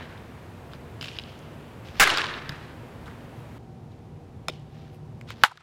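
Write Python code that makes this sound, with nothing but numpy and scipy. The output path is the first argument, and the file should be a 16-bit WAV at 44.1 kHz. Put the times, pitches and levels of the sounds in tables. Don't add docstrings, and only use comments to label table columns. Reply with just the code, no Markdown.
import sys
import numpy as np
from scipy import signal
from scipy.fft import rfft, irfft
from scipy.io import wavfile
from scipy.ndimage import uniform_filter1d

SR = 44100
rng = np.random.default_rng(int(sys.argv[2]) if len(sys.argv) > 2 else 0)


def magnitude_from_level(level_db):
    exponent = np.asarray(level_db, float) / 20
    return 10 ** exponent


def wrap_up_sound(samples):
    columns = np.atleast_2d(samples).T
    tamed = np.clip(columns, -1, 1)
    steps = np.round(tamed * 32767).astype(np.int16)
    wavfile.write(sys.argv[1], SR, steps)


N = 247842
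T = np.arange(N) / SR
SPLICE_S, GAP_S = 3.5825, .0055


def band(x, hz, width):
    edges = [hz * 2 ** (-width / 2), min(hz * 2 ** (width / 2), SR / 2.2)]
    return signal.sosfilt(signal.butter(2, edges, "band", fs=SR, output="sos"), x)


def unit(x):
    return x / np.sqrt(np.mean(x ** 2))


def walk(rate, count):
    hold = max(int(SR / rate), 1)
    levels = np.repeat(rng.standard_normal(count // hold + 2), hold)
    return unit(uniform_filter1d(levels, hold)[hold // 2:hold // 2 + count])


def add(out, sound, s):
    i = int(s * SR)
    sound = sound[max(-i, 0):N - i]
    out[max(i, 0):max(i, 0) + len(sound)] += sound


def coloured(spectrum, count):
    hz = np.maximum(np.fft.rfftfreq(count, 1 / SR), 1)
    at, shape_db = np.transpose(spectrum)
    shape = magnitude_from_level(np.interp(np.log(hz), np.log(at), shape_db, left=-70))
    bins = rfft(rng.standard_normal(count)) * shape
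    return bins * count / np.sqrt(2 * np.sum(np.abs(bins) ** 2)), hz


def ring(modes):
    t = T[:1024]
    blow = sum(magnitude_from_level(db - 60 * t / t60) * np.sin(2 * np.pi * hz * t) for hz, db, t60 in modes)
    return signal.sosfilt(signal.butter(3, 650, "high", fs=SR, output="sos"), blow)


def knocks(rows, modes):
    out, blow = np.zeros(N), ring(modes)
    chance = rng.standard_normal((len(rows), 1024))
    for (s, db, hz, full_db, scatter), spread in zip(rows, chance):
        arrivals = spread * np.exp(-(T[:1024] / max(1.84 * scatter, 1e-4)) ** 2)
        arrivals[0] = 2.4
        source = unit(band(blow, hz, 1.0)) + magnitude_from_level(full_db) * unit(blow)
        sound = signal.fftconvolve(source, arrivals)
        add(out, magnitude_from_level(db) * sound / np.abs(sound).max(), s)
    return out


def air(spectrum, db, flicker_db):
    bins, hz = coloured(spectrum, 2 ** 18)
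    bass_share = 1 / (1 + (hz / 1500) ** 2)
    steady = irfft(bins * (1 - bass_share))[:N]
    bass = irfft(bins * bass_share)[:N]
    return magnitude_from_level(db) * (steady + bass * magnitude_from_level(flicker_db * walk(2.7, N)))


# f/Hz, far level/dB, near level/dB
MOTOR_LINES = [(110.6, -55.5, -53.5), (148.5, -55.5, -51), (237.6, -57.5, -59.5), (358, -66, -65),
               (475, -65, -63.5), (768, -74.5, -64), (947, -68.5, -74)]


def motor(view):
    out = np.zeros(N)
    turns = np.cumsum(1 + .006 * walk(8, N)) / SR
    sway = magnitude_from_level(2.0 * walk(10.0, N))
    for hz, *levels_db in MOTOR_LINES:
        line_sway = np.roll(sway, int(hz * 100))
        out += np.sqrt(2) * magnitude_from_level(levels_db[view]) * line_sway * np.sin(2 * np.pi * hz * turns)
    return out


# f/Hz, level/dB per Hz
AIR_FAR_SPECTRUM = [(18, -42), (30, -17.5), (81, -0.5), (141, -1), (199, -7.5), (239, -7), (336, -9.5),
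                    (937, -16), (1040, -18), (2480, -26), (5740, -40), (14800, -45), (16000, -50)]
# f/Hz, level/dB per Hz
AIR_NEAR_SPECTRUM = [(18, -53), (30, -22.5), (93, -1.5), (141, -3.5), (287, -15), (364, -14), (540, -20.5),
                     (760, -21), (1390, -33), (3400, -41), (5590, -47), (14800, -58.5), (16000, -62.5)]


def background():
    far = air(AIR_FAR_SPECTRUM, -43, flicker_db=.3) + motor(0)
    near = air(AIR_NEAR_SPECTRUM, -44.5, flicker_db=.25) + motor(1)
    duck_s, duck_db, fall_s = 5.437, -18, 0.009
    duck = magnitude_from_level(duck_db * (1 - np.exp(-np.maximum(T - duck_s, 0) / fall_s)))
    return np.where(T < SPLICE_S, far, duck * near)


# f/Hz, level/dB per Hz
BAT_COLOUR = [(120, -62), (200, -28), (353, -9.5), (777, -12.5), (916, -7), (1680, -5), (2050, -10),
              (3900, -12), (5940, -21.5), (10700, -30.5), (16000, -50)]
# f/Hz, level/dB per Hz
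CHUTE_COLOUR = [(200, -43.5), (1200, -15.5), (2200, -12), (3000, -2.5), (3900, -10.5), (5000, -11.5),
                (6200, -18), (16000, -35)]
# f/Hz, level/dB per Hz
NEAR_COLOUR = [(200, -38), (600, -23), (860, 2.5), (1150, -5), (1450, -1), (2400, -12), (3800, -9),
               (4500, -18.5), (8400, -28), (12000, -30.5), (16000, -38.5)]
# f/Hz, t60/s
FIELD_DECAY = [(300, 1.28), (1000, 1.19), (2000, 1.32), (4000, 1.03), (8000, 0.7), (14000, 0.35)]
# t/s, start level/dB, colour, t60 scale, extra gain-control fade/dB per s
DIFFUSE_TAILS = [
    (-.3, -27, "bat", 0.95, 4.5),
    (1.012, -44, "chute", 1.1, -15.5),
    (1.999, -18.5, "bat", 1.016, 1.5),
    (2.495, -50, "bat", 1.16, -14),
    (3.06, -48.5, "near", 0.38, 0),
    (4.485, -51, "chute", 0.55, 3),
    (5.437, -16.5, "near", 1.7, 602),
    (5.45, -54.5, "bat", 1.5, 3),
]


def tails():
    out, count = np.zeros(N), 2 ** 15
    colours = {"bat": BAT_COLOUR, "chute": CHUTE_COLOUR, "near": NEAR_COLOUR}
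    hz_at, t60_at = np.transpose(FIELD_DECAY)
    for s, db, colour, scale, duck_db in DIFFUSE_TAILS:
        bins, hz = coloured(colours[colour], count)
        crackle = np.clip(walk(500, count), 0, 2.2) ** 2
        patch_db = 1.3 * walk(90, count) + 1.2 * crackle - 1.0
        for centre in 250 * 2. ** np.arange(7):
            octave = irfft(bins * np.clip(1 - np.abs(np.log2(hz / centre)), 0, 1), count)
            t60 = scale * np.interp(np.log(centre), np.log(hz_at), t60_at)
            fade_db = (60 / t60 + duck_db) * T[:count]
            add(out, octave * magnitude_from_level(db - fade_db + patch_db + 1.5 * walk(70, count)), s)
    return out


# t/s, peak level/dB, f/Hz, full-band share level/dB
BALL_TICKS = [(.158, -40.5, 2200, -9), (.178, -40, 3800, -4), (.7345, -31, 3600, 3),
              (1.3914, -41, 8000, 2.5), (1.8865, -33, 4030, 8), (1.955, -35, 1920, -8),
              (2.4929, -20, 4300, -3), (2.4935, -25, 1700, -8), (2.4962, -27, 3600, 3),
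              (2.522, -36, 5000, 3), (3.0585, -41, 3200, -6), (3.079, -36, 1500, -6),
              (3.083, -39, 950, -12), (3.112, -40, 1970, -4), (3.207, -44, 2400, -8),
              (4.597, -53, 8960, -1), (5.2118, -33, 2200, 3), (5.222, -50, 6000, 6),
              (5.285, -44, 4230, 1.5), (5.3044, -25, 2300, 5), (5.5165, -44, 6500, -5),
              (5.5735, -37.5, 4500, -1)]


def ticks():
    cycles = 2.6
    rows = [(s, db, hz, full_db, cycles / hz) for s, db, hz, full_db in BALL_TICKS]
    return knocks(rows, BAT_MODES[2:])


# middle t/s, level/dB, rise/s, fall/s, treble level/dB
SCUFF_SWELLS = [
    (.735, -55, 0.021, 0.024, -16),
    (1.87, -51, 0.018, 0.056, -19),
    (1.991, -45.5, 0.025, 0.0049, -18),
    (3.39, -66, .03, 0.026, -7),
    (3.925, -64, 0.02, 0.015, -20),
    (4.8, -59, 0.062, 0.075, -19),
    (4.95, -65.5, 0.018, 0.016, -3),
    (5.302, -43, 0.014, 0.019, -31),
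    (5.432, -52, 0.05, 0.004, -18),
]


def scuffs():
    grit = rng.standard_normal(N) * magnitude_from_level(2.9 * walk(700, N))
    low, high = unit(band(grit, 2000, 2.07)), unit(band(grit, 9000, 1.1))
    out = np.zeros(N)
    for s, db, rise, fall, treble_db in SCUFF_SWELLS:
        i = slice(int((s - 4 * rise) * SR), int((s + 4 * fall) * SR))
        swell = np.exp(-.5 * ((T[i] - s) / np.where(T[i] < s, rise, fall)) ** 2)
        out[i] += magnitude_from_level(db) * swell * (low[i] + magnitude_from_level(treble_db) * high[i])
    return out


# t/s, peak level/dB, f/Hz, t60/s
DULL_THUMPS = [(1.011, -30, 280, .019), (1.188, -36, 700, .015), (1.957, -38, 450, .02),
               (1.9978, -8, 700, .015), (2.4955, -24, 135, .06), (2.5235, -30, 132, .08),
               (3.08, -38, 240, .048), (4.486, -25.5, 620, .048), (4.4915, -31.5, 560, .046),
               (4.499, -26, 377, .018), (5.306, -38, 520, .03), (5.437, -29, 230, .03),
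               (5.4385, -12.5, 855, .06)]


def thumps():
    out, t = np.zeros(N), T[:8192]
    for s, db, hz, t60 in DULL_THUMPS:
        add(out, -magnitude_from_level(db - 60 * t / t60) * np.sin(2 * np.pi * hz * t), s)
    return out


# t/s, peak level/dB, f/Hz, full-band share level/dB, scatter/s
DIRECT_BLOWS = [
    (1.0113, -22, 3930, -6, .0011),
    (1.9976, 15, 2534, -4, 0.0052),
    (4.4837, -14, 3600, 7, 0.00135),
    (5.4365, 6.5, 1427, -3, .0001),
]
# first loss level/dB, fade/dB per trip, net f/Hz, fence f/Hz
CAGE_FLUTTER = [
    (-3, 2, 3300, 3100),
    (-2, 3, 1550, 2300),
    (-12, 0.5, 2500, 3600),
    (-20, 11.5, 1530, 2800),
]
TRIP_MS = [15.2, 6.4, 7.1, 8.7]
TRIPS = [4, 6, 2, 3]


def echoes(which, walls, is_clack, full_db):
    s, db, *_ = DIRECT_BLOWS[which]
    loss_db, fade_db, *sides_hz = CAGE_FLUTTER[which]
    rows = [DIRECT_BLOWS[which]]
    for k in range(TRIPS[which]):
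        hz = sides_hz[k % 2]
        at_s = s + (k + 1) * TRIP_MS[which] / 1000
        rows.append((at_s, db + loss_db - k * fade_db, hz, -1.5, 6.5 / hz))
    for delay, hz, *echo_db in walls:
        if echo_db[is_clack] is None:
            continue
        share_db, cycles = full_db, 4.5
        if delay > 0.19:
            share_db, cycles = (full_db, 1) if is_clack else (-8, 3.8)
        if is_clack:
            hz = 3080
        rows.append((s + delay, echo_db[is_clack], hz, share_db, cycles / hz))
    return rows


# f/Hz, level/dB, t60/s
FAR_CHUTE_MODES = [(1595, 6.5, 0.0067), (2400, 0.5, 0.0023), (2940, 3.5, 0.0034), (3940, -8, 0.0065),
                   (5000, 2.5, 0.0036), (6500, -5, 0.0034), (9500, -15, 0.00091)]
# f/Hz, level/dB, t60/s
NEAR_CHUTE_MODES = [(1370, -0.5, .008), (2385, 1.5, 0.0075), (3590, 1.5, 0.0072), (4360, -8, 0.0055),
                    (5240, 0.5, 0.006), (6650, -8.5, .007), (9050, -19, 0.0024), (12500, -30, .0012)]
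# delay t/s, f/Hz, crack level/dB, clack level/dB (None = shadow)
FAR_REFLECTORS = [(.0085, 3000, None, -29), (.034, 3000, None, -28), (.053, 2000, -14.5, None),
                  (.065, 2500, -17.5, None), (.0715, 3000, None, -25), (.0762, 1784, -5, -32),
                  (.0957, 1410, -15.5, None), (.104, 3600, -7.5, -36), (.138, 3000, -22, -42),
                  (.155, 2920, None, -35), (.1754, 4430, -10.5, -17.5), (.185, 2970, -14, -27.5),
                  (.2192, 3260, -14, None), (.226, 3000, None, -30), (.2447, 4000, -22, None),
                  (.2607, 3530, -26, None), (.2697, 4000, -22, None), (.300, 4000, -35, None),
                  (.342, 3380, -25, None)]
# delay t/s, f/Hz, crack level/dB, clack level/dB (None = shadow)
NEAR_REFLECTORS = [(.0255, 7000, None, -48), (.0318, 3200, -34, None), (.047, 2400, -42, None),
                   (.0735, 1010, -39.5, -48), (0.0794, 1030, -35.5, None), (.1125, 4500, -63, None),
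                   (.1375, 1490, -40, None), (.1685, 980, -45.5, None)]


def clacks():
    far = knocks(echoes(0, FAR_REFLECTORS, True, -11.5), FAR_CHUTE_MODES)
    near = knocks(echoes(2, NEAR_REFLECTORS, True, -11.5), NEAR_CHUTE_MODES)
    return far + near


# f/Hz, level/dB, t60/s
BAT_MODES = [(839, -16.5, 0.029), (1282, -10, 0.0097), (1582, 2.5, 0.006), (2194, -0.5, 0.0043),
             (2830, -1.5, 0.0037), (3600, -5, 0.0044), (4760, -7.5, 0.0031), (7000, -13, 0.0032),
             (10200, -15, 0.0011)]
# delay t/s, peak level/dB, f/Hz
GROUND_BOUNCES = [
    (.0017, -1.5, 3034),
    (.0036, -3.5, 1120),
    (.0175, -24, 1100),
]


def cracks():
    near_s = DIRECT_BLOWS[3][0]
    ground = [(near_s + delay, db, hz, -15.5, 1.52 / hz) for delay, db, hz in GROUND_BOUNCES]
    far = echoes(1, FAR_REFLECTORS, False, -2.5)
    near = echoes(3, NEAR_REFLECTORS, False, -9)
    return knocks(far + near + ground, BAT_MODES)


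def scene():
    blows = ticks() + clacks() + cracks()
    return (background() + tails() + scuffs() + thumps() + blows)[None]


def band_limit(x):
    return signal.sosfilt(signal.butter(12, 16340, fs=SR, output="sos"), x)


def record(dry):
    far = T < SPLICE_S
    far_top, near_top = 0.25, 1.0
    top = np.where(far, far_top, 2 * near_top)
    clipped = np.clip(dry, -top, top)
    bias = uniform_filter1d(uniform_filter1d(far * (clipped / top) ** 2, size=600), size=600)
    drift = signal.sosfilt(signal.butter(2, 2.0, "high", fs=SR, output="sos"), 0.046 * bias)
    gate = np.clip((np.abs(T - SPLICE_S - GAP_S / 2) - GAP_S / 2) * SR / 8, 0, 1)
    lowpass = signal.ellip(6, .2, 60, 15900, fs=SR, output="sos")
    mix = signal.sosfiltfilt(lowpass, (clipped + drift) * gate)
    return band_limit(np.clip(mix, -near_top, near_top))


dry = scene()
out = record(dry)
wrap_up_sound(out)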